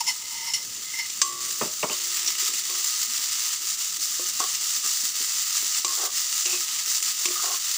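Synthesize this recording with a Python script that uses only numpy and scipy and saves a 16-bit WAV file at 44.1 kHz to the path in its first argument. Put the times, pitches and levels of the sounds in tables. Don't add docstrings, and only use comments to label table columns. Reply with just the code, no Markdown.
import sys
import numpy as np
from scipy import signal
from scipy.fft import rfft, irfft
from scipy.io import wavfile

SR = 44100
rng = np.random.default_rng(int(sys.argv[2]) if len(sys.argv) > 2 else 0)


def wav_record(signal):
    frames = np.transpose(np.atleast_2d(signal))
    bounded = np.clip(frames, -1, 1)
    quanta = np.round(bounded * 32767).astype(np.int16)
    wavfile.write(sys.argv[1], SR, quanta)


N = 342657
TIME = np.arange(N) / SR

# t/s, level/dB
RESTING_SIZZLE = [(0.0, -35), (1.25, -34), (2.2, -34), (7.77, -37)]
# t/s, length/s, release/s, sizzle/dB, spatter re sizzle/dB
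STIR_STROKES = [(1.396, .27, .05, -31.5, -13.5), (1.69, 0.23, .05, -36, -23), (1.896, 0.25, .05, -30, -9.5),
                (2.12, .21, .04, -30.5, -7), (2.376, .11, 0.028, -26.5, -8.5),
                (2.51, 0.086, 0.045, -29, -11), (2.63, 0.24, 0.044, -29, -10.5),
                (2.851, 0.18, 0.073, -26.5, -12), (3.078, 0.46, 0.075, -28.3, -9.5),
                (3.598, 0.15, .015, -29.5, -13), (3.775, 0.19, .012, -30.5, -13),
                (3.986, .06, .04, -26, -20), (4.062, 0.24, .012, -29.5, -13.5),
                (4.324, .24, 0.064, -29, -10), (4.595, .19, .05, -27.5, -12),
                (4.818, 0.27, .06, -26.5, -14.5), (5.132, 0.29, .06, -27, -11.5),
                (5.449, .13, 0.063, -26.5, -11.5), (5.599, 0.19, 0.058, -26.5, -11.5),
                (5.853, 0.21, .012, -26.5, -12), (6.107, 0.15, 0.036, -27.5, -11.5),
                (6.273, .36, .06, -27.5, -12), (6.659, .16, .05, -29.5, -8),
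                (6.852, 0.12, .04, -25.5, -13.5), (7.016, .09, 0.031, -26, -10.5),
                (7.138, 0.25, 0.044, -28, -10.7), (7.393, .16, 0.049, -26, -12.5),
                (7.59, .17, .05, -27.8, -10)]
# f/Hz, level/dB
FIZZ_SPECTRUM = [(40, -35), (400, -52), (750, -25.5), (900, -23.5), (1080, -39.5), (1250, -10), (1480, -17),
                 (2400, -20.5), (3000, -12.5), (3700, -8.5), (5000, -1.5), (6000, -1.5), (16000, -1.5)]
# f/Hz, level/dB
SPATTER_SPECTRUM = [(40, -36.5), (330, -21), (520, -37.5), (780, -35), (920, -6.5), (1080, -10), (1250, 3),
                    (1480, -15), (1950, -0.5), (2350, -4), (3100, 2), (5000, -0.5), (9000, -10.5),
                    (16000, -13)]
# t/s, tick/dB, clack/dB, clack f/Hz, wall ring/dB, belly ring/dB, damping t60/s
SPOON_BLOWS = [(1.099, -22, -29, 3300, -65, -55, .09), (1.2165, -9, -13, 1670, -30, -54, 27),
               (1.285, -45, -50, 2600, -46, -47, 4.4), (1.828, -41, -20, 2660, -42, -52.5, 3.8),
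               (1.897, -26, -23, 2630, -51, -42, .2), (2.276, -15.5, -29, 3520, -65, -45, 0.14),
               (2.536, -21, -28, 2600, -57, -46, 0.13), (2.694, -40, -30, 2400, -44, -53.5, 0.74),
               (4.196, -40, -21.5, 535, -42, -37.5, 0.22), (4.4028, -25, -21, 1210, -28.5, -40.5, 0.098),
               (4.5489, -19, -36, 3500, -60, -63, .1), (5.8466, -15.5, -24, 2360, -33, -43.5, 0.31),
               (6.4563, -13.5, -20, 2750, -53.5, -41, 0.42), (6.529, -26, -38, 2600, -43, -40, 0.25),
               (7.256, -12.5, -14.5, 2600, -40, -38.5, 0.34), (7.284, -39, -24, 2450, -41, -40.5, 0.25)]
# f/Hz, level/dB, t60/s
WOK_MODES = [(358, 3, 13.5), (517, -8, 6.6), (648, -11.5, 2.9), (1088, 0.5, 0.73), (1150, -1, 1.03),
             (2000, -15, 0.79), (2340, -31, .15), (2550, -17, 0.3), (2900, -27, .5), (4720, 0, 0.31),
             (6280, 3.5, 0.21), (7620, -5, 0.24), (7470, -3, 0.67), (8370, 0, 0.45), (8460, 8, 0.091)]
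# f/Hz, level/dB
TICK_SPECTRUM = [(200, -72), (900, -51), (1700, 1), (2500, 14), (3300, 16.5), (4200, 17), (5000, 22),
                 (8000, 20.5), (16000, -3)]
# ratio to clack f, level/dB
CLACK_SPECTRUM = [(.04, -38), (.16, 5), (.3, -1), (.55, -4), (.8, 0), (1.0, 23), (1.3, -16.5), (2.4, -8),
                  (6, -7)]
# t/s, level/dB, t60/s, tilt/(dB/octave)
STAND_KNOCKS = [(1.6115, -18, 0.072, 3.5), (1.62, -23, 0.17, -2), (1.8316, -18, 0.059, 3.5),
                (1.837, -20, 0.088, 0), (1.897, -31.5, 0.14, 1.5)]
# f/Hz, level/dB
STAND_SPECTRUM = [(50, -45), (130, -13), (190, 1), (290, -5.5), (420, 4), (520, -5), (620, 7.5), (740, -13),
                  (850, -4.5), (1150, -1.5), (1350, -4.5), (1600, -16), (3000, -16), (9000, -69)]
# t/s, length/s, wall/dB, belly/dB, wall f/Hz
SPOON_SCRAPES = [(1.903, 0.018, -31.5, -42, 2950), (2.259, 0.03, -24, -54, 5700),
                 (2.702, .1, -52, -54.5, 1100), (4.396, 0.047, -35, -40.5, 1123),
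                 (4.832, .04, -41.5, -62, 1250), (5.862, 0.07, -38, -48, 1110),
                 (5.971, 0.11, -42, -39.5, 1110), (6.453, 0.11, -37, -50, 2590),
                 (7.355, 0.049, -34, -53, 1227), (7.43, .11, -39.5, -39, 1065)]
# f/Hz, level/dB
BELLY_SPECTRUM = [(60, -43), (280, -11), (370, 6), (480, 4), (620, 0.5), (740, 10.5), (900, 5), (1400, 3),
                  (2200, -13), (6000, -26)]
# f/Hz, width/Hz, level/dB
BOWL_MODES = [(928, 65, -2), (2058, 74, 1.5), (2990, 150, -2.5), (4430, 43, -5.5), (5290, 84, 5),
              (5680, 97, -0.5), (6750, 710, -6), (7230, 160, -14), (9600, 200, 3.5), (11640, 130, 0),
              (12350, 120, -3), (13040, 200, 4)]
# t/s, level/dB, low ring offset/dB, t60/s
BOWL_LANDINGS = [(.005, -19.5, 15.5, 0.059), (.066, -30, 2, 0.064), (0.536, -18, -21, 0.097)]
# top speed t/s, rise/s, fall/s, level/dB, low ring offset/dB, high ring offset/dB
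BOWL_SLIDES = [(.088, 0.015, 0.023, -34, 8, 4.5), (.44, 0.12, 0.097, -42, 7, 0),
               (1.005, 0.068, 0.036, -34.5, -6.5, -7)]
# t/s, level/dB, f/Hz
FOOD_PLOPS = [(2.424, -46.5, 400), (2.49, -45.5, 420), (2.693, -45, 516), (3.178, -49.5, 296),
              (4.844, -48, 404), (5.032, -50, 367), (5.204, -44.5, 400), (5.629, -47.5, 386),
              (6.87, -52, 377)]
# f/Hz, level/dB
RUMBLE_SPECTRUM = [(20, -4), (50, -15), (90, -2.5), (190, -2), (300, 0), (440, -0.5), (600, -6), (1000, -8),
                   (4000, -45)]
# t/s, level/dB
LOW_RUMBLE_LEVEL = [(0, -67), (.72, -58.5), (.95, -64), (1.4, -57), (2.2, -68), (3.5, -74), (4.4, -61.5),
                    (5.4, -72), (7.77, -67.5)]
# f/Hz, gain/dB
MIC_RESPONSE = [(5500, -0.5), (6250, 3.5), (6600, -4), (7000, 4), (7600, 1.5), (8200, -4.5), (9500, -10),
                (11500, -15.5), (13000, -21), (14100, -8), (14750, -9), (15500, -1)]


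def sizzle():
    fizz_gain, spatter_gain = steam_gains()
    sharp = pops(per_s=900, spread_db=1.6)
    jets = steam_jets(per_s=170, spread_db=2.1, t60_s=.02)
    bubbles = unit(sum(resonate(pops(per_s=300, spread_db=3.8), hz, hz / 6)
                       for hz in np.geomspace(2500, 15000, num=9)))
    haze = pops(per_s=14000, spread_db=1)
    fine = unit(undb(2.5) * haze + undb(.5) * sharp + undb(-.5) * jets + undb(-7.5) * bubbles)
    coarse = unit(pops(per_s=2500, spread_db=2) + .5 * sharp + .59 * jets)
    flurry_db = .96 * walk(30) + .24 * walk(220)
    fizz = undb(5.5) * fizz_gain * unit(colour(fine, FIZZ_SPECTRUM))
    spatter = undb(2.5) * spatter_gain * unit(colour(coarse, SPATTER_SPECTRUM))
    return undb(flurry_db) * (fizz + spatter)


def steam_gains(resting_spatter_db=-10.5, pile_up_db=.4, attack_s=.014):
    fizz_power = undb(curve(RESTING_SIZZLE)) ** 2
    spatter_power = fizz_power * undb(resting_spatter_db) ** 2
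    for start_s, length_s, release_s, db, spatter_db in STIR_STROKES:
        progress = np.clip((TIME - start_s) / length_s, 0, 1)
        gain = undb(db + pile_up_db * (progress - .5))
        power = (gain * press(start_s, length_s, attack_s, release_s)) ** 2
        fizz_power += power
        spatter_power += power * undb(spatter_db) ** 2
    return np.sqrt(fizz_power), np.sqrt(spatter_power)


def steam_jets(per_s, spread_db, t60_s):
    power = convolve(pops(per_s, spread_db) ** 2, fade(TIME[:4096], t60_s) ** 2)
    return unit(np.sqrt(np.abs(power)) * rng.standard_normal(N))


def spoon_blows(belly_below_hz=700):
    out, t = np.zeros(N), TIME[:3 * SR]
    for start_s, tick_db, clack_db, clack_hz, wall_db, belly_db, damping_t60_s in SPOON_BLOWS:
        tick = burst(TICK_SPECTRUM, t60_s=.0029) + undb(-3.5) * burst(TICK_SPECTRUM, t60_s=.066)
        add(out, start_s, undb(tick_db) * tick)
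        clack = burst([(ratio * clack_hz, db) for ratio, db in CLACK_SPECTRUM], t60_s=.021)
        add(out, start_s, undb(clack_db) * clack)
        ring = np.zeros(len(t))
        for hz, db, t60_s in WOK_MODES:
            drive_db = belly_db if hz < belly_below_hz else wall_db
            ring += undb(db + drive_db) * fade(t, t60_s) * np.sin(2 * np.pi * hz * t)
        rattle_db = 3 * min(.3 / damping_t60_s, 1) * walk(130)[:len(t)]
        add(out, start_s, ring * undb(rattle_db) * fade(t, damping_t60_s))
    return out


def radiate(x, cutoff_hz=270):
    return signal.sosfilt(signal.butter(3, cutoff_hz, "highpass", fs=SR, output="sos"), x)


def stand_knocks(pivot_hz=700, tilt_top_hz=1300):
    out = np.zeros(N)
    for start_s, db, t60_s, db_per_octave in STAND_KNOCKS:
        spectrum = [(hz, level_db + db_per_octave * np.log2(min(hz, tilt_top_hz) / pivot_hz))
                    for hz, level_db in STAND_SPECTRUM]
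        add(out, start_s, undb(db) * burst(spectrum, t60_s))
    return out


def spoon_scrapes(attack_s=.0038, release_s=.013):
    out = np.zeros(N)
    slips = pops(per_s=2000, spread_db=3)
    wander = sum(undb(4 * walk(30)) * resonate(slips, hz, hz / 9)
                 for hz in np.geomspace(360, 1450, num=9))
    belly = unit(colour(unit(wander) + .31 * slips, BELLY_SPECTRUM))
    for start_s, length_s, wall_db, belly_db, hz in SPOON_SCRAPES:
        wall = unit(resonate(resonate(slips, hz, .068 * hz), hz, .24 * hz))
        contact = press(start_s, length_s, attack_s, release_s)
        out += contact * (undb(wall_db) * wall + undb(belly_db) * belly)
    return out


def steel_bowl(low_below_hz=1500, mid_below_hz=2500):
    low, mid, high = np.zeros((3, N))
    stick_slip_db = 3 * walk(35.1)
    for peak_s, rise_s, fall_s, db, low_db, high_db in BOWL_SLIDES:
        width_s = np.where(TIME < peak_s, rise_s, fall_s)
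        push = undb(db + stick_slip_db) * np.exp(-.5 * ((TIME - peak_s) / width_s) ** 2)
        low += push * undb(low_db)
        mid += push
        high += push * undb(high_db)
    for start_s, db, low_db, t60_s in BOWL_LANDINGS:
        tap = undb(db - 6) * fade(TIME, t60_s)
        add(low, start_s, tap * undb(low_db - 4))
        add(mid, start_s, tap * undb(-10))
        add(high, start_s, tap)
    out = np.zeros(N)
    grit = pops(per_s=6400, spread_db=1.5)
    for hz, width_hz, db in BOWL_MODES:
        force = undb(-9.5) * low if hz < low_below_hz else mid if hz < mid_below_hz else high
        ring = resonate(resonate(grit * force, hz, width_hz), hz, 4 * width_hz)
        out += undb(db) * ring * np.sqrt(SR / (np.pi * width_hz))
    rasp = undb(-.5) * high * unit(colour(grit, TICK_SPECTRUM))
    return out + rasp


def food_plops():
    patter = sum(resonate(pops(per_s=6, spread_db=1.5), hz, hz / 11) / hz ** .5
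                 for hz in np.geomspace(140, 620, num=10))
    out = undb(-64) * unit(patter)
    for start_s, db, hz in FOOD_PLOPS:
        spectrum = [(hz / 5, -28), (hz / 2, -9), (hz, 0), (hz * 1.26, -12), (hz * 10, -38)]
        add(out, start_s, undb(db) * burst(spectrum, t60_s=.18))
    return out


def low_rumble():
    flutter = sum(undb(3.5 * walk(18)) * unit(resonate(rng.standard_normal(N), hz, hz / 4))
                  for hz in np.geomspace(60, 900, num=11))
    return undb(curve(LOW_RUMBLE_LEVEL) + walk(15)) * unit(colour(flutter, RUMBLE_SPECTRUM))


def kitchen(x, size=16384):
    t = TIME[:size]
    early = rng.standard_normal(size) * fade(t, t60_s=.012) * (t > .0004)
    tail = rng.standard_normal(size) * fade(t, t60_s=.27) * (t > .006)
    response = undb(-18) * early / np.linalg.norm(early) + undb(-11.5) * tail / np.linalg.norm(tail)
    return x + convolve(x, response)


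def pops(per_s, spread_db):
    gain = undb(spread_db * np.minimum(rng.exponential(size=N), 5))
    return unit((rng.random(N) < per_s / SR) * gain * rng.choice([-1, 1], N))


def burst(spectrum, t60_s, size=16384):
    return unit(colour(rng.standard_normal(size), spectrum)) * fade(TIME[:size], t60_s)


def walk(rate_hz):
    knots = rng.standard_normal(4096)
    return np.interp(TIME * rate_hz, np.arange(len(knots)), knots)


def press(start_s, length_s, attack_s, release_s):
    t = np.maximum(TIME - start_s, 0)
    return (1 - np.exp(-t / attack_s)) * np.exp(-np.maximum(t - length_s, 0) / release_s)


def fade(t, t60_s):
    return np.exp(-np.log(1000) * t / t60_s)


def curve(points):
    return np.interp(TIME, *np.transpose(points))


def colour(x, spectrum, size=2048):
    hz, db = np.transpose(spectrum)
    grid_hz = np.maximum(np.arange(size // 2 + 1) * SR / size, 1)
    gain = undb(np.interp(np.log(grid_hz), np.log(hz), db))
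    cepstrum = irfft(np.log(gain))
    cepstrum[1:size // 2] *= 2
    cepstrum[size // 2 + 1:] = 0
    return convolve(x, irfft(np.exp(rfft(cepstrum))))


def resonate(x, hz, width_hz):
    return signal.lfilter(*signal.iirpeak(hz, hz / width_hz, fs=SR), x)


def convolve(x, response):
    return signal.fftconvolve(x, response)[:len(x)]


def add(out, start_s, sound):
    i = int(start_s * SR)
    out[i:i + len(sound)] += sound[:N - i]


def undb(db):
    return 10 ** (np.asarray(db) / 20)


def unit(x):
    return x / np.sqrt(np.mean(x ** 2))


def scene():
    in_room = kitchen(sizzle() + stand_knocks() + spoon_scrapes() + food_plops() + steel_bowl())
    mono = in_room + radiate(spoon_blows()) + low_rumble()
    return np.array([mono, mono])


def record(dry, cutoff_hz=15520):
    heard = np.array([colour(channel, MIC_RESPONSE) for channel in dry])
    return signal.sosfilt(signal.ellip(12, .2, 80, cutoff_hz, fs=SR, output="sos"), heard)


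dry = scene()
out = record(dry)
wav_record(out)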